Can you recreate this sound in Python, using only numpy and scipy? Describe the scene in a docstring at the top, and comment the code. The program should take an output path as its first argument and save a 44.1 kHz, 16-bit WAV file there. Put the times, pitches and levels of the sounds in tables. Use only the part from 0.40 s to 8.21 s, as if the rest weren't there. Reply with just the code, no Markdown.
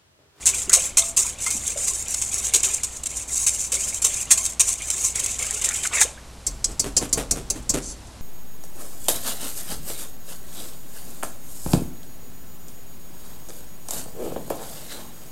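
"""A wire whisk stirs thin batter in a steel bowl on a covered patio, over garden air and a distant hum.
Sweep by sweep, random wire contacts make whisk and bowl ring, while bubble tones slosh and plop.
Then the whisk is knocked eight times on the rim: chattering impacts ring the steel, thud and rock
the work table, and fling batter that patters back into the bowl. Last, the whisk slides off the rim."""
import sys
import numpy as np
from scipy import signal
from scipy.fft import rfft, irfft
from scipy.io import wavfile
from scipy.ndimage import uniform_filter1d

SR = 44100
rng = np.random.default_rng(int(sys.argv[2]) if len(sys.argv) > 2 else 0)


def log_audio(samples):
    """Write samples as a 16-bit WAV file to the path given in sys.argv[1]."""
    # one column per channel
    frames = np.atleast_2d(samples).T
    # limit to full scale, then quantise
    limited = np.clip(frames, -1, 1)
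    pcm = np.round(limited * 32767).astype(np.int16)
    wavfile.write(sys.argv[1], SR, pcm)


N = 344421  # length of the scene in samples
T = np.arange(N) / SR  # time in seconds

# Ringing tones of the filled bowl: pitch_hz, relative level_db, t60_s (time to fall by 60 dB)
BOWL_TONES = [(658, -12, 0.44), (1069, 1.5, 0.13), (1740, -34, .12), (2140, 4.5, 0.1), (2390, -15, 0.1),
              (2347, 14.5, 0.014), (2700, 13, 0.038), (3113, 4, 0.061), (3670, 10, 0.074),
              (3908, 10.5, 0.041), (4310, 5, 0.074), (4900, -13, 0.1)]
# Tone colour of wires dragging on steel: frequency_hz, relative level_db
DRAG_COLOUR = [(200, -59), (1000, -28.5), (3000, -34), (5300, -16), (6200, -6), (7300, -1), (8500, -6),
               (10000, -13.5), (12000, -22.5), (15800, -33)]
# Whisk knocks on the rim: start_s, relative level_db, relative table_thud_db, chatter_length_s,
# wire_pitch_hz, relative flung_batter_db
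RIM_KNOCKS = [(6.066, -14.5, -36.5, 0.011, 6500, -52), (6.243, -11, -40, 0.0057, 5860, -39),
              (6.395, -12, -32, 0.011, 7550, -28.5), (6.566, -11, -28, 0.016, 8100, -26.5),
              (6.728, -10, -30.5, 0.011, 6900, -22.5), (6.91, -8.5, -27.5, .0083, 6200, -31),
              (7.101, -11.5, -32, 0.0076, 6500, -36), (7.293, -13.5, -31.5, 0.013, 7800, -23)]


def amp(db):
    """Turns decibels into a gain."""
    return 10 ** (np.asarray(db) / 20)


def evened(x):
    """Scales a sound to an average (rms) level of 1."""
    return x / np.sqrt(np.mean(x ** 2) + 1e-20)


def read(points, hz):
    """Reads between the points of a frequency table, on a logarithmic frequency axis."""
    f, value = np.transpose(points)
    return np.interp(np.log(hz + 1), np.log(f + 1), value)


def add(mix, s, sound):
    """Mixes a sound in at time s."""
    part = mix[max(round(s * SR), 0):][:len(sound)]
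    part += sound[:len(part)]


def through(x, response):
    """Passes a sound through a response (convolution) and keeps its length."""
    return signal.oaconvolve(x, response)[:len(x)]


def colour(points, size=4096):
    """Makes a filter of energy 1 with the given spectrum, acting only after its input arrives."""
    log_gain = np.log(amp(read(points, abs(np.fft.fftfreq(size, 1 / SR)))))
    spectrum = np.exp(np.conj(signal.hilbert(log_gain)))
    response = np.fft.ifft(spectrum).real[:size // 2]
    return response / np.linalg.norm(response)


def ring(modes):
    """An object struck once: a set of tones, each dying at its own speed, of total energy 1."""
    t = T[:SR // 2]
    response = np.zeros(len(t))
    for hz, db, t60 in modes:
        fade = np.exp(-np.log(1000) * t / t60)
        response += amp(db) * fade * np.sin(2 * np.pi * hz * t) * rng.choice([-1, 1])
    return response / np.linalg.norm(response)


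def shimmer(t60, tick):
    """A tick, then a fading noise for the countless close tones of thin steel, flat overall."""
    t = T[:SR // 10]
    tail = rng.standard_normal(len(t)) * np.exp(-np.log(1000) * t / t60)
    tail /= np.linalg.norm(tail)
    tail[0] += tick
    z = rfft(tail)
    # dividing by the smoothed spectrum flattens the broad colour but keeps the fine detail
    flat = irfft(z / np.sqrt(uniform_filter1d(abs(z) ** 2, size=90)))
    return flat * np.cos(np.pi / 2 * t / t[-1])


def contacts(count, per_s, spread_db):
    """Tiny impacts at random moments, of either sign and uneven size unless the spread is 0; rms 1."""
    chance, size, side = rng.random((3, count), dtype=np.float32)
    at, out = chance < per_s / SR, np.zeros(count)
    strength = amp(spread_db * np.minimum(-np.log(1 - size[at]), 4))
    out[at] = strength * np.sign(side[at] - .5)
    return evened(out)


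def burst(rise, length, per_s, spread_db):
    """A first touch, then a bunch of impacts that swells and dies; rms about 1 at its height."""
    t = T[:SR // 5]
    shape = np.minimum(0.35 + t / max(rise, 1e-4), 1) * np.exp(-(t / length) ** 2)
    shape /= shape.max()
    hits = contacts(len(t), per_s, spread_db)
    hits[0] = np.sqrt(SR / per_s) * 2  # the first touch
    hits *= shape
    return hits * np.linalg.norm(shape) / (np.linalg.norm(hits) + 1e-9)


def flutter(per_s):
    """A random wobble: straight lines between chance values drawn per_s times a second."""
    return np.interp(T * per_s, np.arange(SR // 10), rng.standard_normal(SR // 10))


def gesture(start, length, attack_s, sag_db_per_s, release_db_per_s):
    """Loudness of one movement over the whole scene: attack, a sagging hold, release."""
    t, out = T[:SR], np.zeros(N)
    fall_db = sag_db_per_s * t + release_db_per_s * np.maximum(t - length, 0)
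    add(out, start, np.minimum(t / attack_s, 1) * amp(-fall_db))
    return out


def background():
    """Garden air is coloured noise of wavering level; a distant machine hums on a low tone."""
    # Tone colour of the air: frequency_hz, relative level_db
    air_colour = [(20, -5), (62, -7.5), (100, -5.5), (170, -15), (220, -13.5), (400, -19), (670, -18),
                  (1100, -21.5), (2000, -27.5), (4500, -27.5), (8300, -28.5), (12000, -36.5), (15800, -67)]
    noise = through(rng.standard_normal(N), colour(air_colour))
    air = amp(-43.5) * noise * amp(0.14 * flutter(per_s=8.5))
    # the hum's phase wanders slightly
    hum = amp(-43) * np.sin(2 * np.pi * 59 * T + 0.22 * flutter(per_s=2.5))
    return air + hum


def stirring():
    """Each sweep presses the wires on the wall and churns the liquid; the stronger of overlaps counts."""
    # Sweeps round the wall: start_s, length_s, press_on_s, relative scrape_db, relative churn_db
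    strokes = [(0, 0.013, .005, -31, -43), (0.04, 0.18, 0.033, -26, -39), (0.309, .15, 0.026, -24, -37),
               (0.576, 0.11, .02, -25, -46.5), (0.765, 0.12, 0.015, -22, -41.5),
               (0.971, 0.25, 0.039, -26, -43.5), (1.223, 0.081, 0.016, -25, -42.5),
               (1.354, 0.27, 0.022, -28.5, -43), (1.644, 0.24, 0.023, -28.5, -45),
               (1.904, 0.094, 0.026, -23, -40.5), (2.023, 0.07, .025, -24, -40),
               (2.137, 0.045, .02, -25, -41), (2.219, 0.12, .02, -21.5, -37.5),
               (2.384, 0.19, .01, -36.5, -47.5), (2.685, 0.13, .025, -28.5, -46),
               (2.867, 0.27, 0.051, -24, -47), (3.061, 0.19, .02, -24, -46),
               (3.327, 0.23, 0.018, -24.5, -42), (3.624, 0.19, .02, -25.5, -40),
               (3.853, 0.24, 0.13, -26.5, -44), (4.203, 0.13, 0.018, -24.5, -43),
               (4.38, 0.23, 0.038, -27.5, -44), (4.52, 0.16, 0.08, -21, -44),
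               (4.734, 0.22, 0.018, -27, -38.5), (4.985, 0.2, 0.011, -26.5, -37.5),
               (5.201, 0.2, .02, -27.5, -37.5), (5.415, 0.03, .02, -28, -37),
               (5.512, 0.09, 0.049, -22.5, -33.5)]
    # the wires ease off through the sweep, then leave the wall
    ease_db_per_s, lift_db_per_s = 0.5, 306
    # the liquid surges, settles through the sweep, then runs back
    surge_s, settle_db_per_s, drain_db_per_s = 0.024, 23, 115
    pressure, churn = np.zeros((2, N))
    for s, length, press_s, scrape_db, wet_db in strokes:
        press = amp(scrape_db) * gesture(s, length, press_s, ease_db_per_s, lift_db_per_s)
        slosh = amp(wet_db) * gesture(s, length, surge_s, settle_db_per_s, drain_db_per_s)
        pressure = np.maximum(pressure, press)
        churn = np.maximum(churn, slosh)
    return pressure, churn


def whisking(pressure, size=3000):
    """Wires stick and slip along the wall and clash on it; whisk and bowl ring with each contact."""
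    # Wire loops hitting the wall in a bunch: start_s, relative level_db, rise_s, fade_length_s
    clashes = [(0.057, -12, 0.015, 0.031), (0.145, -21.5, .002, 0.012), (0.295, -16, 0.0022, 0.0074),
               (0.33, -6, 0.011, 0.025), (0.571, -9, .004, 0.026), (0.765, -14.5, 0.016, 0.033),
               (1.062, -20.5, .002, .017), (1.105, -19.5, .002, 0.015), (1.374, -27.5, .002, 0.0091),
               (1.472, -21, .005, 0.034), (1.741, -17, 0.0032, .0075), (1.814, -22, .002, 0.028),
               (2.137, -11.5, 0.0012, 0.025), (2.231, -14, .001, 0.0046), (2.244, -20, .004, 0.016),
               (2.433, -20, 0.0088, 0.016), (2.564, -31.5, .002, 0.012), (2.634, -24, .002, 0.0067),
               (2.657, -22.5, 0.0018, .014), (3.065, -14.5, 0.0052, 0.024), (3.319, -20, .002, 0.034),
               (3.618, -21, .0005, 0.02), (3.643, -14, .0036, 0.029), (3.907, -7, .003, 0.024),
               (3.974, -19, 0.0017, 0.017), (4.049, -21, .002, 0.021), (4.196, -9.5, 0.014, 0.019),
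               (4.279, -20, 0.0018, 0.029), (4.502, -17.5, .001, 0.011), (4.754, -23, .002, 0.016),
               (4.795, -22.5, .002, 0.012), (4.86, -19.5, .002, 0.008), (4.989, -22, 0.0022, 0.0055),
               (5.215, -21, .002, 0.0076), (5.24, -18, 0.0044, 0.021), (5.288, -19.5, .002, 0.0093),
               (5.357, -24.5, .002, 0.016), (5.432, -24.5, .002, 0.03), (5.467, -18.5, .002, 0.0065),
               (5.606, -11.5, 0.022, 0.025)]
    # Tone colour of the clashing wires: frequency_hz, relative level_db
    wire_colour = [(100, -26), (350, -31), (1000, -20), (1900, -22), (2600, -15.5), (4600, -14.5),
                   (5500, -9), (6200, -1.5), (7300, 2), (8500, -1), (10000, -9.5), (11500, -16),
                   (15800, -28.5)]
    slips = contacts(N, per_s=3000, spread_db=0.0) * amp(3.8 * flutter(per_s=70))
    snags = amp(-5.5) * contacts(N, per_s=93, spread_db=4.0)
    drag = (slips + snags) * pressure * amp(-3.5)
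    loops, clash, wires = np.zeros((3, N))
    # as the whisk turns, one loop after another takes the load, each with its own tones
    handover = np.sin(np.pi * np.arange(size) / size)
    for start in range(0, N - size, size // 2):
        load = drag[start:start + size] * handover
        add(loops, start / SR, signal.fftconvolve(load, shimmer(t60=0.019, tick=0.56)))
    for s, db, rise, length in clashes:
        hits = amp(db + 1.75) * burst(rise, length, per_s=1800, spread_db=4)
        add(clash, s, hits)
        add(wires, s, signal.fftconvolve(hits, shimmer(t60=0.018, tick=0.58)))
    bowl = through(amp(-22.5) * drag + amp(-20.5) * clash, ring(BOWL_TONES))
    return through(loops, colour(DRAG_COLOUR)) + through(wires, colour(wire_colour)) + bowl


def bubble(hz, cycles, glide):
    """A pocket of air ringing, its pitch rising as it nears the surface."""
    age = T[:SR // 10] * hz / cycles  # 1 when the fade has reached about a third
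    tone = np.sin(2 * np.pi * cycles * (age + glide * age ** 2))
    tone *= np.exp(-age) * (1 - np.exp(-8 * age))
    return tone / np.linalg.norm(tone)


def liquid(churn, count=28):
    """Wet crackle and small bubbles follow the stirring; tone clusters are short bunches of
    bubble-like tones, from low to bright."""
    # Short clusters of bubble-like tones, low to bright, some sounding with the wire clashes:
    # start_s, relative level_db, pitch_hz, length_s
    tone_clusters = [(.276, -31.5, 336, 0.0048), (.078, -33, 2480, 0.018), (.296, -33, 1660, 0.029),
                     (.338, -40, 1324, 0.0075), (0.363, -33, 597, 0.027), (.622, -37.5, 1050, 0.013),
                     (0.847, -38, 1090, 0.014), (1.064, -36, 1170, 0.016), (1.133, -38.5, 226.5, 0.035),
                     (1.357, -32.5, 536, .019), (2.136, -37.5, 393, 0.035), (2.141, -22.5, 3500, .013),
                     (2.238, -30, 3040, .019), (3.322, -42, 450, 0.038), (3.638, -40.5, 500, 0.029),
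                     (3.907, -25.5, 2240, .016), (5.283, -35.5, 1620, 0.045), (5.45, -26.5, 1400, 0.0088),
                     (5.452, -28.5, 2450, .012), (5.512, -39, 1180, 0.091), (5.531, -27, 2240, .018),
                     (5.564, -26.5, 2080, 0.05), (5.612, -19, 1900, 0.012), (5.613, -24, 854, 0.0061)]
    # Tone colour of the liquid: frequency_hz, relative level_db
    wet_colour = [(150, -12), (400, -3), (900, -7.5), (1850, -3), (2200, 7), (3000, 4), (5000, 1.5),
                  (9000, -22)]
    wet = through(contacts(N, per_s=1200, spread_db=2.0), colour(wet_colour)) * amp(-2.5)
    for hz in np.geomspace(380, 3600, count):
        pops = contacts(N, per_s=24, spread_db=3)
        small_bubbles = through(pops, bubble(hz, cycles=12.0, glide=0.0094))
        wet += amp(-14.0 + read(wet_colour, hz)) * small_bubbles
    wet *= churn
    for s, db, hz, length in tone_clusters:
        cluster = np.zeros(SR // 5)
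        for step in (.85, 1, 1.15):  # three neighbouring pitches
            hits = burst(0.00067, length, per_s=1100, spread_db=3.0)
            cluster += through(hits, bubble(hz * step, cycles=4.7, glide=0.02))
        # a longer cluster carries more energy
        add(wet, s, amp(db - 1.5) * np.sqrt(length * SR) * cluster / np.linalg.norm(cluster))
    return wet


def patio(x):
    """Thin scatter from canopy, oven and paving, each band dying at its own speed."""
    # Echo fading: frequency_hz, t60_s (time to fall by 60 dB)
    echo_fade = [(200, 0.92), (2000, 0.24), (8000, 0.32), (16000, 0.22)]
    # echoes begin after 8 ms
    taps = contacts(SR // 2, per_s=1700, spread_db=2.5) * (T[:SR // 2] > .008)
    hz, t, z = signal.stft(taps, SR, nperseg=256)
    fade = np.exp(-np.log(1000) * t / read(echo_fade, hz)[:, None])
    tail = signal.istft(z * fade, SR, nperseg=256)[1]
    return through(x, tail / np.linalg.norm(tail))


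def plops():
    """Single clear pings and plops in the bowl: lone dying tones that rise in pitch."""
    # start_s, level_db (before the fade), pitch_hz, ring_s (fade to about a third), upward glide (ratio)
    lone_tones = [(.578, -34, 667, 0.068, 0.0022), (.622, -17.5, 3500, 0.0031, 0.029),
                  (1.062, -21.5, 2044, 0.019, 0.02), (1.063, -29, 1256, 0.015, 0.035),
                  (1.507, -38, 1057, 0.016, .0099), (3.991, -32.5, 1035, .014, .01),
                  (5.65, -26, 447, 0.0099, 0.12), (5.775, -36.5, 1530, .01, 0.06)]
    out, t = np.zeros(N), T[:SR // 3]
    for s, db, hz, ring_s, glide in lone_tones:
        age = t / ring_s
        tone = np.sin(2 * np.pi * hz * t * (1 + glide * age))
        add(out, s, amp(db) * tone * np.exp(-age) * (1 - np.exp(-10 * age)))
    return out


def knocking():
    """Wires chatter on the rim, the table thuds, flung batter lands a moment later; last, a slide."""
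    # Ringing tones of whisk and rim: pitch_hz, relative level_db, t60_s (time to fall by 60 dB)
    rim_tones = [(4460, -5.5, 0.12), (4720, -7, 0.12), (5500, -13, 0.092), (5700, -2, 0.07),
                 (5960, -2.5, .08), (6110, 3, 0.063), (6700, -7, 0.078), (7370, 12, 0.041),
                 (7400, -9, 0.075), (7700, -13, .05), (7860, -3.5, 0.066), (8920, 3, .06),
                 (9800, 1.5, 0.051)]
    # Tone colours of the knocked steel, the thudding table and the landing batter:
    # each lists frequency_hz, relative level_db
    steel_colour = [(200, -41), (1500, -25), (3700, -16.5), (4600, -5.5), (6200, 2.5), (7600, 5.5),
                    (8700, -5.5), (10200, -11.5), (11500, -14.5), (15800, -39)]
    thud_colour = [(30, -9), (120, 2), (280, 1.5), (600, -2.5), (1100, -17.5), (3000, -31)]
    splat_colour = [(60, -8), (130, -1.5), (300, 5.5), (600, -3), (1000, -11), (2500, -14.5), (5000, -19),
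                    (8500, -13), (12000, -20.5), (15800, -41)]
    # Light wire ticks as the whisk is lifted or settles: start_s, relative level_db
    wire_ticks = [(6.11, -41), (6.315, -39), (6.52, -49), (6.69, -37), (7.224, -44), (7.339, -24),
                  (7.67, -46)]
    flight_s, splat_s = .046, 0.051  # delay from knock to landing, and length of the patter
    out, thuds, splats = np.zeros((3, N))
    rim, bowl, steel = ring(rim_tones), ring(BOWL_TONES), colour(steel_colour)
    for s, db, thud_db, length, hz, splat_db in RIM_KNOCKS:
        chatter = burst(0.00037, length, per_s=4800, spread_db=0.5)
        # the first blow and the chatter after it both feed the ring
        tone = rim[:len(chatter)] + evened(through(chatter, rim)) / np.sqrt(len(chatter))
        tone *= np.linalg.norm(chatter) / np.linalg.norm(tone)
        wires = through(chatter, shimmer(t60=0.048, tick=0.58))
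        # the loop that takes the blow stresses its own band
        own_band = np.diff(ring([(hz, 0, .002)]))
        wires = amp(-1) * through(wires, steel) + amp(-12.0) * through(wires, own_band)
        add(out, s, amp(db) * (wires + amp(-6.0) * tone + amp(-31) * through(chatter, bowl)))
        add(thuds, s, amp(thud_db) * burst(.001, 0.041, per_s=900, spread_db=1.0))
        add(splats, s + flight_s, amp(splat_db) * burst(0.006, splat_s, per_s=900, spread_db=0.5))
    for s, db in wire_ticks:
        hits = burst(.002, 0.01, per_s=2300, spread_db=5.0)
        add(out, s, amp(db) * through(hits, colour(DRAG_COLOUR)))
    # after the last knock the whisk slides off the rim
    slide_move = gesture(7.41, length=0.11, attack_s=0.021, sag_db_per_s=0, release_db_per_s=680)
    rub = contacts(N, per_s=1300, spread_db=-2.0) * amp(-30.5) * slide_move
    slide = amp(-8.0) * through(rub, rim) + amp(-7.0) * through(rub, steel)
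    table = through(thuds, colour(thud_colour))
    bowl_on_table = amp(-4) * through(table, bowl)
    return out + slide + table + bowl_on_table + through(splats, colour(splat_colour))


def sway():
    """The table rocks on its legs after every knock: a low rumble, stronger after harder thuds."""
    # Tone colour of the rocking: frequency_hz, relative level_db
    rock_colour = [(20, -2.5), (42, 11), (70, -25), (120, -6), (250, -17.5), (700, -48.5)]
    hold_s, fade_db_per_s = 0.11, 65
    follows = 0.19  # dB of rocking per dB of thud
    hardest = max(row[2] for row in RIM_KNOCKS)
    power = np.zeros(N)
    for s, _, thud_db, *_ in RIM_KNOCKS:
        rocking = gesture(s, hold_s, 0.0097, 0, fade_db_per_s)
        power += (amp(follows * (thud_db - hardest)) * rocking) ** 2
    return amp(-35.5) * np.sqrt(power) * through(rng.standard_normal(N), colour(rock_colour))


def scene():
    """Everything reaches one microphone, alike in both channels."""
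    pressure, churn = stirring()
    near = whisking(pressure) + liquid(churn) + plops() + knocking()
    mono = near + amp(-15.5) * patio(near) + sway() + background()
    return np.tile(mono, (2, 1))


def record(dry):
    """The loudest peaks are rounded off; then the highest treble is cut."""
    ceiling, edge_hz = .75, 15900
    rounded = dry / (1 + (dry / ceiling) ** 4) ** (1 / 4)
    lowpass = signal.firwin(401, edge_hz, window=("kaiser", 8), fs=SR)
    return signal.oaconvolve(rounded, lowpass[None], "same", axes=1)


dry = scene()
out = record(dry)
log_audio(out)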